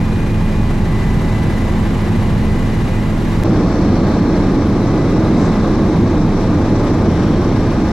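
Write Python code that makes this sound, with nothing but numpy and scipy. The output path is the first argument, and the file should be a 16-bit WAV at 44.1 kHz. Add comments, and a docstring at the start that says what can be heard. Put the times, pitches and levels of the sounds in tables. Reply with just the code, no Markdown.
"""Inside a helicopter in cruise. First, over a lake, a four-blade main rotor throbs, the tail rotor and
drive shaft hum and meshing gears whine. The turbulent slipstream roars on the cabin and whistles in the
window gaps, and each passing blade puffs air through the door seals. At 3.4 s a tick and a hard cut
lead to a valley where the airflow is rougher and a vent hisses on the left. At 5.4 s a gust drives a
brief spurt through the vent, and the hiss of the seals slowly grows to the end."""
import sys
import numpy as np
from scipy.fft import rfft, irfft, next_fast_len
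from scipy.io import wavfile
from scipy.ndimage import uniform_filter1d, map_coordinates

SR = 44100
rng = np.random.default_rng(int(sys.argv[2]) if len(sys.argv) > 2 else 0)


def store_wav(level_fs):
    """Save 16-bit WAV to argv[1]."""
    pcm = np.round(np.clip(np.atleast_2d(level_fs), -1, 1) * 32767)
    wavfile.write(sys.argv[1], SR, pcm.T.astype(np.int16))


N = 349272

ROTOR_TURN_HZ, TAIL_BLADE_HZ, SHAFT_HZ = 6.885, 83.3, 105.25
# Harmonics of main rotor, tail rotor and drive shaft: (harmonic number, lake level/dB, valley level/dB)
MAIN_HARMONICS = [(1, -21.5, -24), (2, -33.5, -33), (4, -36, -37), (5, -38, -35), (7, -38, -33)]
TAIL_HARMONICS = [(1, -29, -28), (2, -25.5, -29.5), (3, -32, -38), (4, -37, -36)]
SHAFT_HARMONICS = [(1, -24.5, -24.5), (2, -23, -32.5)]

def rotors(leg):
    """Periodic loading: rotors and shaft each radiate a harmonic series, shaken by turbulent air."""
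    main = sum(amp(db) * tone(4 * ROTOR_TURN_HZ * k, drift_rad=.17 * k, waver_db=2, rate_hz=5)
               for k, db in over(MAIN_HARMONICS, leg))
    tail = sum(amp(db) * tone(TAIL_BLADE_HZ * k, drift_rad=.25 * k, waver_db=1.9, rate_hz=5)
               for k, db in over(TAIL_HARMONICS, leg))
    shaft_hz = SHAFT_HZ * drive_speed(leg)
    shaft = sum(amp(db) * tone(shaft_hz * k, drift_rad=.2 * np.sqrt(k), waver_db=.5, rate_hz=7)
                for k, db in over(SHAFT_HARMONICS, leg))
    return main + tail + shaft

# Steady gear lines and the two main meshes at rest: (nominal f/Hz, lake level/dB, valley level/dB)
GEAR_LINES = [(515, -45.5, -59), (844, -48.5, -39.5), (1690, -55, -64), (2690, -56, -74), (3970, -59, -78),
              (5970, -66, -72)]
LOW_MESH_LINE = (2001.6, -54.5, -57.5)
HIGH_MESH_LINE = (2445.3, -52.5, -61)
# A mesh rings out for a while: (mesh, start t/s, duration/s, rise/dB)
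MESH_RINGING = [("low", -.1, 3.2, 8.6), ("low", 0.88, .82, 5.5), ("low", 1.6, .14, 1.8),
                ("low", 2.03, .16, 3.6), ("low", 2.44, 0.18, 5.5), ("low", 2.85, 0.22, 4.1),
                ("low", 4.5, .2, 8), ("low", 4.9, .72, 12), ("low", 6.5, .8, 5), ("high", -.2, 0.95, 8.1),
                ("high", 2, 1.05, 3.3), ("high", 2.88, .17, 4)]

def gearbox(leg):
    """Multipath propagation: each gear-mesh tone arrives directly and by a scattered path to each ear."""
    lines = over(GEAR_LINES, leg)
    for mesh, (hz, db) in zip(("low", "high"), over([LOW_MESH_LINE, HIGH_MESH_LINE], leg)):
        ringing = [row[1:] for row in MESH_RINGING if row[0] == mesh]
        lines.append((hz, db + swells(ringing, ramp_s=.13)))
    whine = np.zeros((2, N))
    for nominal_hz, db in lines:
        hz = nominal_hz * drive_speed(leg)
        direct = tone(hz, drift_rad=.3, waver_db=.7, rate_hz=9)
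        scattered = np.array([tone(hz, drift_rad=.9, waver_db=2.5, rate_hz=20) for ear in "LR"])
        whine += amp(db) * (direct + .19 * scattered)
    return whine * amp([[.7], [-.7]])

# Spectral density of cabin roar and seal leakage: (f/Hz, lake level/dB, valley level/dB)
ROAR_SPECTRUM = [(15, -44, -51), (28, -43.5, -51), (40, -42.5, -43), (70, -40, -42.5), (97, -38, -36.5),
                 (121, -39, -40), (148, -40, -38), (211, -45, -35), (259, -45, -39.5), (318, -46.5, -36.5),
                 (360.6, -47, -42.5), (401, -52.5, -45), (599, -57.5, -50.5), (743, -61, -53),
                 (820, -57, -56.5), (1143, -61, -55.9), (1436, -68, -65)]
LEAK_SPECTRUM = [(1401, -68, -65), (1655, -64, -62.5), (1700, -65, -67), (2065, -66, -67),
                 (2490, -72, -71.7), (2870, -72.5, -77), (3300, -75, -75), (3810, -74.5, -73.5),
                 (5170, -80.2, -80.5), (7470, -83.7, -88.5), (8800, -89.5, -93.5), (12300, -89, -101),
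                 (13500, -101, -112), (14500, -113, -125)]
# Slipstream strength in calm air, by leg: gain/dB
CALM_AIR_DB = {"lake": -1.77, "valley": -0.44}
# Gusts: (peak t/s, half-width/s, rise/dB)
GUST_PEAKS = [(1.1, 0.12, .9), (1.9, 0.65, 2), (3.34, .07, 2.3), (3.6, 0.067, 1.8), (3.88, 0.06, 1.5),
              (4.1, .06, 2), (4.4, 0.063, 2), (4.9, .06, 0.7), (5.42, 0.21, 1.4), (6.87, 0.087, 1),
              (7.27, .07, 1)]
# Flutter from each blade's downwash, by leg: (first peak/turns, depth at the seals/dB)
DOWNWASH_FLUTTER = {"lake": (.1, .25), "valley": (.06, .65)}

def slipstream(leg, growth_db_per_s=.26):
    """Turbulent flow noise: a roar on the skin and a hiss at the seals, modulated by gusts and downwash."""
    flow_db = CALM_AIR_DB[leg] + sum(db * bell(at_s, width_s) for at_s, width_s, db in GUST_PEAKS)
    growth_db = growth_db_per_s * (clock() - 5.1) * (leg == "valley")
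    eddies = wobble(40)
    peak_turn, depth_db = DOWNWASH_FLUTTER[leg]
    wash_db = depth_db * blade_cycle(peak_turn)
    roar = air_noise(ROAR_SPECTRUM, leg)
    roar *= amp(flow_db + .37 * wobble(9.9) + .25 * eddies + .5 * wash_db)
    leak = air_noise(LEAK_SPECTRUM, leg)
    leak *= amp(flow_db + growth_db + .14 * wobble(4.6) + .33 * eddies + wash_db)
    return filtered(roar + leak, cabin_modes)

# Spectral density of a full-strength puff: (f/Hz, lake level/dB, valley level/dB)
PUFF_SPECTRUM = [(389, -56, -65), (1200, -67.5, -66), (2670, -76, -79), (4100, -83, -82),
                 (8550, -89, -96.5), (12200, -89, -93), (14000, -102, -112)]
# The four unequal blade passages: (rotor position/turns, relative power)
LAKE_PASSAGES = [(.135, 0.32), (.385, 0.67), (.635, 0.27), (.885, 0.7)]
VALLEY_PASSAGES = [(.155, 1), (.385, 0.6), (.62, .12), (.875, 0.4)]
# Moments when the blade puffs grow stronger or weaker: (t/s, level change/dB)
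PUFF_ACCENTS = [(.71, 4.5), (1.943, -2), (6.854, 4), (7.14, 0)]

def blade_puffs(leg, width_turns=.044, accent_width_s=.011):
    """Pulsed flow: the pressure in each blade's wake forces a puff of air through the seals."""
    passages = LAKE_PASSAGES if leg == "lake" else VALLEY_PASSAGES
    turns = ROTOR_TURN_HZ * clock()
    power = np.zeros(N)
    for at_turn, strength in passages:
        offset_turns = (turns - at_turn + .5) % 1 - .5
        power += strength * np.exp(-.5 * (offset_turns / width_turns) ** 2)
    scatter_db = 2 * np.tanh(wobble(24))
    accent_db = sum(db * bell(at_s, accent_width_s) for at_s, db in PUFF_ACCENTS)
    return np.sqrt(power) * amp(scatter_db + accent_db) * air_noise(PUFF_SPECTRUM, leg)

# Spectrum of the vent's jet: (f/Hz, relative level/dB)
VENT_SPECTRUM = [(2000, -31), (3400, -15), (4100, -4), (4800, 1), (5500, 5.5), (6000, 3.5), (6600, -7.5),
                 (7800, -6.5), (8600, -28), (12000, -48)]
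# The vent blows harder: (start t/s, duration/s, rise/dB)
JET_SURGES = [(3.4, 1.04, 2), (4.8, 1.1, 1), (6.7, .9, 1.2)]

def vent(rest_db=-45):
    """Jet noise: fresh air hisses by the left ear, surging at times and fluttering at the blade rate."""
    level_db = rest_db + swells(JET_SURGES, ramp_s=.12)
    jet = coloured_noise(VENT_SPECTRUM)
    flutter_db = 1.5 * blade_cycle(peak_turn=.055) + 1.1 * wobble(18)
    ears = amp([[2.3], [-17]]) * [[1], [-1]]  # the far ear hears it in opposite phase
    return jet * amp(level_db + flutter_db) * ears

# Spectrum of the spurt: (f/Hz, relative level/dB)
SPURT_SPECTRUM = [(3000, -20), (4500, -6), (5250, 3), (5600, -9), (6050, 3), (6500, -8), (7250, -4),
                  (8000, -8), (9000, -22), (13000, -44)]

def vent_spurt(at_s=5.44, width_s=.055, level_db=-41):
    """Transient jet noise: a gust briefly drives a brighter hiss through the vent."""
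    return amp(level_db) * bell(at_s, width_s) * coloured_noise(SPURT_SPECTRUM) * amp([[2], [-8]])

# Window-gap whistles: (leg, peak t/s, half-width/s, level/dB, f/Hz at peak, glide/(Hz/s), bandwidth/Hz)
WHISTLES = [("lake", 1.3, .2, -54, 3850, -59, 400), ("lake", 2.2, 1.05, -50, 2930, -50, 220),
            ("valley", 4.08, 0.32, -46, 4220, -400, 570), ("valley", 5.4, .8, -48, 3950, -50, 500),
            ("valley", 6, .25, -58, 6400, -200, 430), ("valley", 7.26, 0.26, -47.5, 3100, 0, 730),
            ("valley", 7.3, 0.28, -51, 5600, -38, 480)]

def gap_whistles(leg):
    """Narrow-band flow noise: hoarse whistles swell and fade, gliding with the flow through the gaps."""
    sound = np.zeros(N)
    whistles = [row[1:] for row in WHISTLES if row[0] == leg]
    for at_s, width_s, level_db, centre_hz, glide, band_hz in whistles:
        phase = 2 * np.pi * np.cumsum(centre_hz + glide * (clock() - at_s)) / SR
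        band = unit(wobble(band_hz) * np.cos(phase) + wobble(band_hz) * np.sin(phase))
        sound += amp(level_db) * bell(at_s, width_s) * band
    return sound * amp([[1.5], [-3]])

# Level of the left ear above the right: (f/Hz, lake level/dB, valley level/dB)
INTERAURAL_LEVEL = [(100, -1, -0.5), (350, -0.5, -1), (700, 0, -0.5), (1300, 1, 0.7), (3000, -0.5, 2),
                    (7000, 0, -1), (12000, 1.3, 0.5)]
# Lead of the left ear over the right: (f/Hz, lake phase/rad, valley phase/rad)
INTERAURAL_PHASE = [(80, 0.014, 0), (200, 0.29, 0.13), (850, .3, 0.24), (1400, 0, -0.026),
                    (3000, -0.46, -0.59), (4500, -0.042, -0.14), (8000, 0, 0)]

def cabin(leg):
    """Binaural hearing: machinery and airflow add, reaching the ears at unequal level and phase."""
    def ears(hz):
        half = np.array([[.5], [-.5]])
        level_db = half * along(over(INTERAURAL_LEVEL, leg), hz)
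        phase = half * along(over(INTERAURAL_PHASE, leg), hz)
        return amp(level_db) * np.exp(1j * phase)
    return filtered(rotors(leg) + gearbox(leg) + slipstream(leg) + blade_puffs(leg), ears)

def cabin_modes(hz, ripple_db=.9, spacing_hz=45):
    """Modal overlap: crowded cabin resonances leave small peaks and dips in the midrange response."""
    ripple = map_coordinates(rng.standard_normal(2048), [hz / spacing_hz], mode="mirror")
    midrange = along([(350, 0), (750, 1), (2800, 1), (5000, .25)], hz)
    return amp(ripple_db * midrange * ripple)

# Likeness of the air noise at the two ears: (f/Hz, lake coherence, valley coherence)
INTERAURAL_COHERENCE = [(90, .998, 1), (290, 0.98, 1), (640, 0.84, 0.98), (1410, 0.74, 0.93),
                        (3100, 0.6, 0.7), (7000, 0.63, 0.6), (10000, .72, 1), (12500, 0.35, 0.8)]

def air_noise(spectrum, leg):
    """Partial coherence: the ears hear one noise in phase and a second in opposite phase."""
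    def mid_and_side(hz):
        coherence = np.clip(along(over(INTERAURAL_COHERENCE, leg), hz), 0, 1)
        angle = np.arccos(coherence) / 2
        gain = amp(along(over(spectrum, leg), hz, outside=-140)) * np.sqrt(SR / 2)
        return gain * [np.cos(angle), np.sin(angle)]
    mid, side = filtered(rng.standard_normal((2, N)), mid_and_side)
    return np.array([mid + side, mid - side])

def coloured_noise(spectrum):
    """Spectral shaping of white noise, at rms 1."""
    return unit(filtered(rng.standard_normal(N), lambda hz: amp(along(spectrum, hz))))

def tone(hz, drift_rad, waver_db, rate_hz):
    """Random phase and amplitude modulation of a sinusoid of rms about 1."""
    phase = 2 * np.pi * (hz * clock() + rng.random()) + drift_rad * wobble(rate_hz)
    return np.sqrt(2) * np.sin(phase) * amp(waver_db * wobble(rate_hz))

def drive_speed(leg):
    """Speed ratio: the drive train turns a shade slower over the valley."""
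    return 1 if leg == "lake" else .9978

def blade_cycle(peak_turn):
    """A cosine at the blade-passage frequency, four cycles a turn."""
    return np.cos(2 * np.pi * 4 * (ROTOR_TURN_HZ * clock() - peak_turn))

def bell(at_s, width_s):
    """Gaussian envelope of peak 1."""
    return np.exp(-.5 * ((clock() - at_s) / width_s) ** 2)

def swells(rows, ramp_s):
    """Trapezoidal envelopes in dB, summed over (start t/s, duration/s, rise/dB) rows."""
    t = clock()
    return sum(db * np.clip(.5 + np.minimum(t - start, start + length - t) / ramp_s, 0, 1)
               for start, length, db in rows)

def wobble(rate_hz):
    """Low-pass noise: a spline through rate_hz random knots a second."""
    return map_coordinates(rng.standard_normal(int(N * rate_hz / SR) + 4), [clock() * rate_hz])

def filtered(x, response):
    """Linear filtering: the spectrum of x times a frequency response."""
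    size = next_fast_len(N + SR // 2)
    return irfft(rfft(x, size) * response(np.fft.rfftfreq(size, 1 / SR)), size)[..., :N]

def along(points, hz, outside=None):
    """Interpolation of (f/Hz, value) points on a log axis."""
    f, values = np.transpose(points)
    return np.interp(np.log(hz + 1), np.log(f + 1), values, outside, outside)

def over(table, leg):
    """The (key, value) rows for one leg of the flight."""
    return [(key, lake if leg == "lake" else valley) for key, lake, valley in table]

def amp(db):
    """Decibels to gain."""
    return 10 ** (np.asarray(db) / 20)

def unit(x):
    """Normalisation to rms 1."""
    return x / np.sqrt(np.mean(x ** 2) + 1e-20)

def clock():
    """Seconds at each sample."""
    return np.arange(N) / SR

def scene(cut_s=3.4364):
    """Superposition and gating: the lake leg stops dead with a tick, then the valley leg fades in."""
    lake = cabin("lake") + gap_whistles("lake")
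    valley = cabin("valley") + gap_whistles("valley") + vent() + vent_spurt()
    since_s = clock() - cut_s
    fade_out = np.clip(-since_s / .0006, 0, 1)
    fade_in = np.clip(since_s / .015, 0, 1)
    tick = amp(-10.5) * np.exp(-np.abs(since_s) / .0004) * (since_s < 0)
    return fade_out * lake - tick + fade_in * valley

def record(dry, pivot_db=-13, squeeze=.34, window_s=.019, ceiling=.82, knee=8, top_hz=15762):
    """Compression: fast gain control evens out surges; peaks are rounded and the top treble is cut off."""
    power = np.abs(uniform_filter1d(np.mean(dry ** 2, axis=0), int(window_s * SR)))
    level_db = 10 * np.log10(power + 1e-9)
    even = dry * amp(-squeeze * (level_db - pivot_db))
    rounded = even / (1 + np.abs(even / ceiling) ** knee) ** (1 / knee)
    soft_ends = np.clip(np.minimum(clock(), clock()[::-1]) / .003, 0, 1)
    return filtered(rounded * soft_ends, lambda hz: np.clip((top_hz - hz) / 200 + .5, 0, 1))

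dry = scene()
out = record(dry)
store_wav(out)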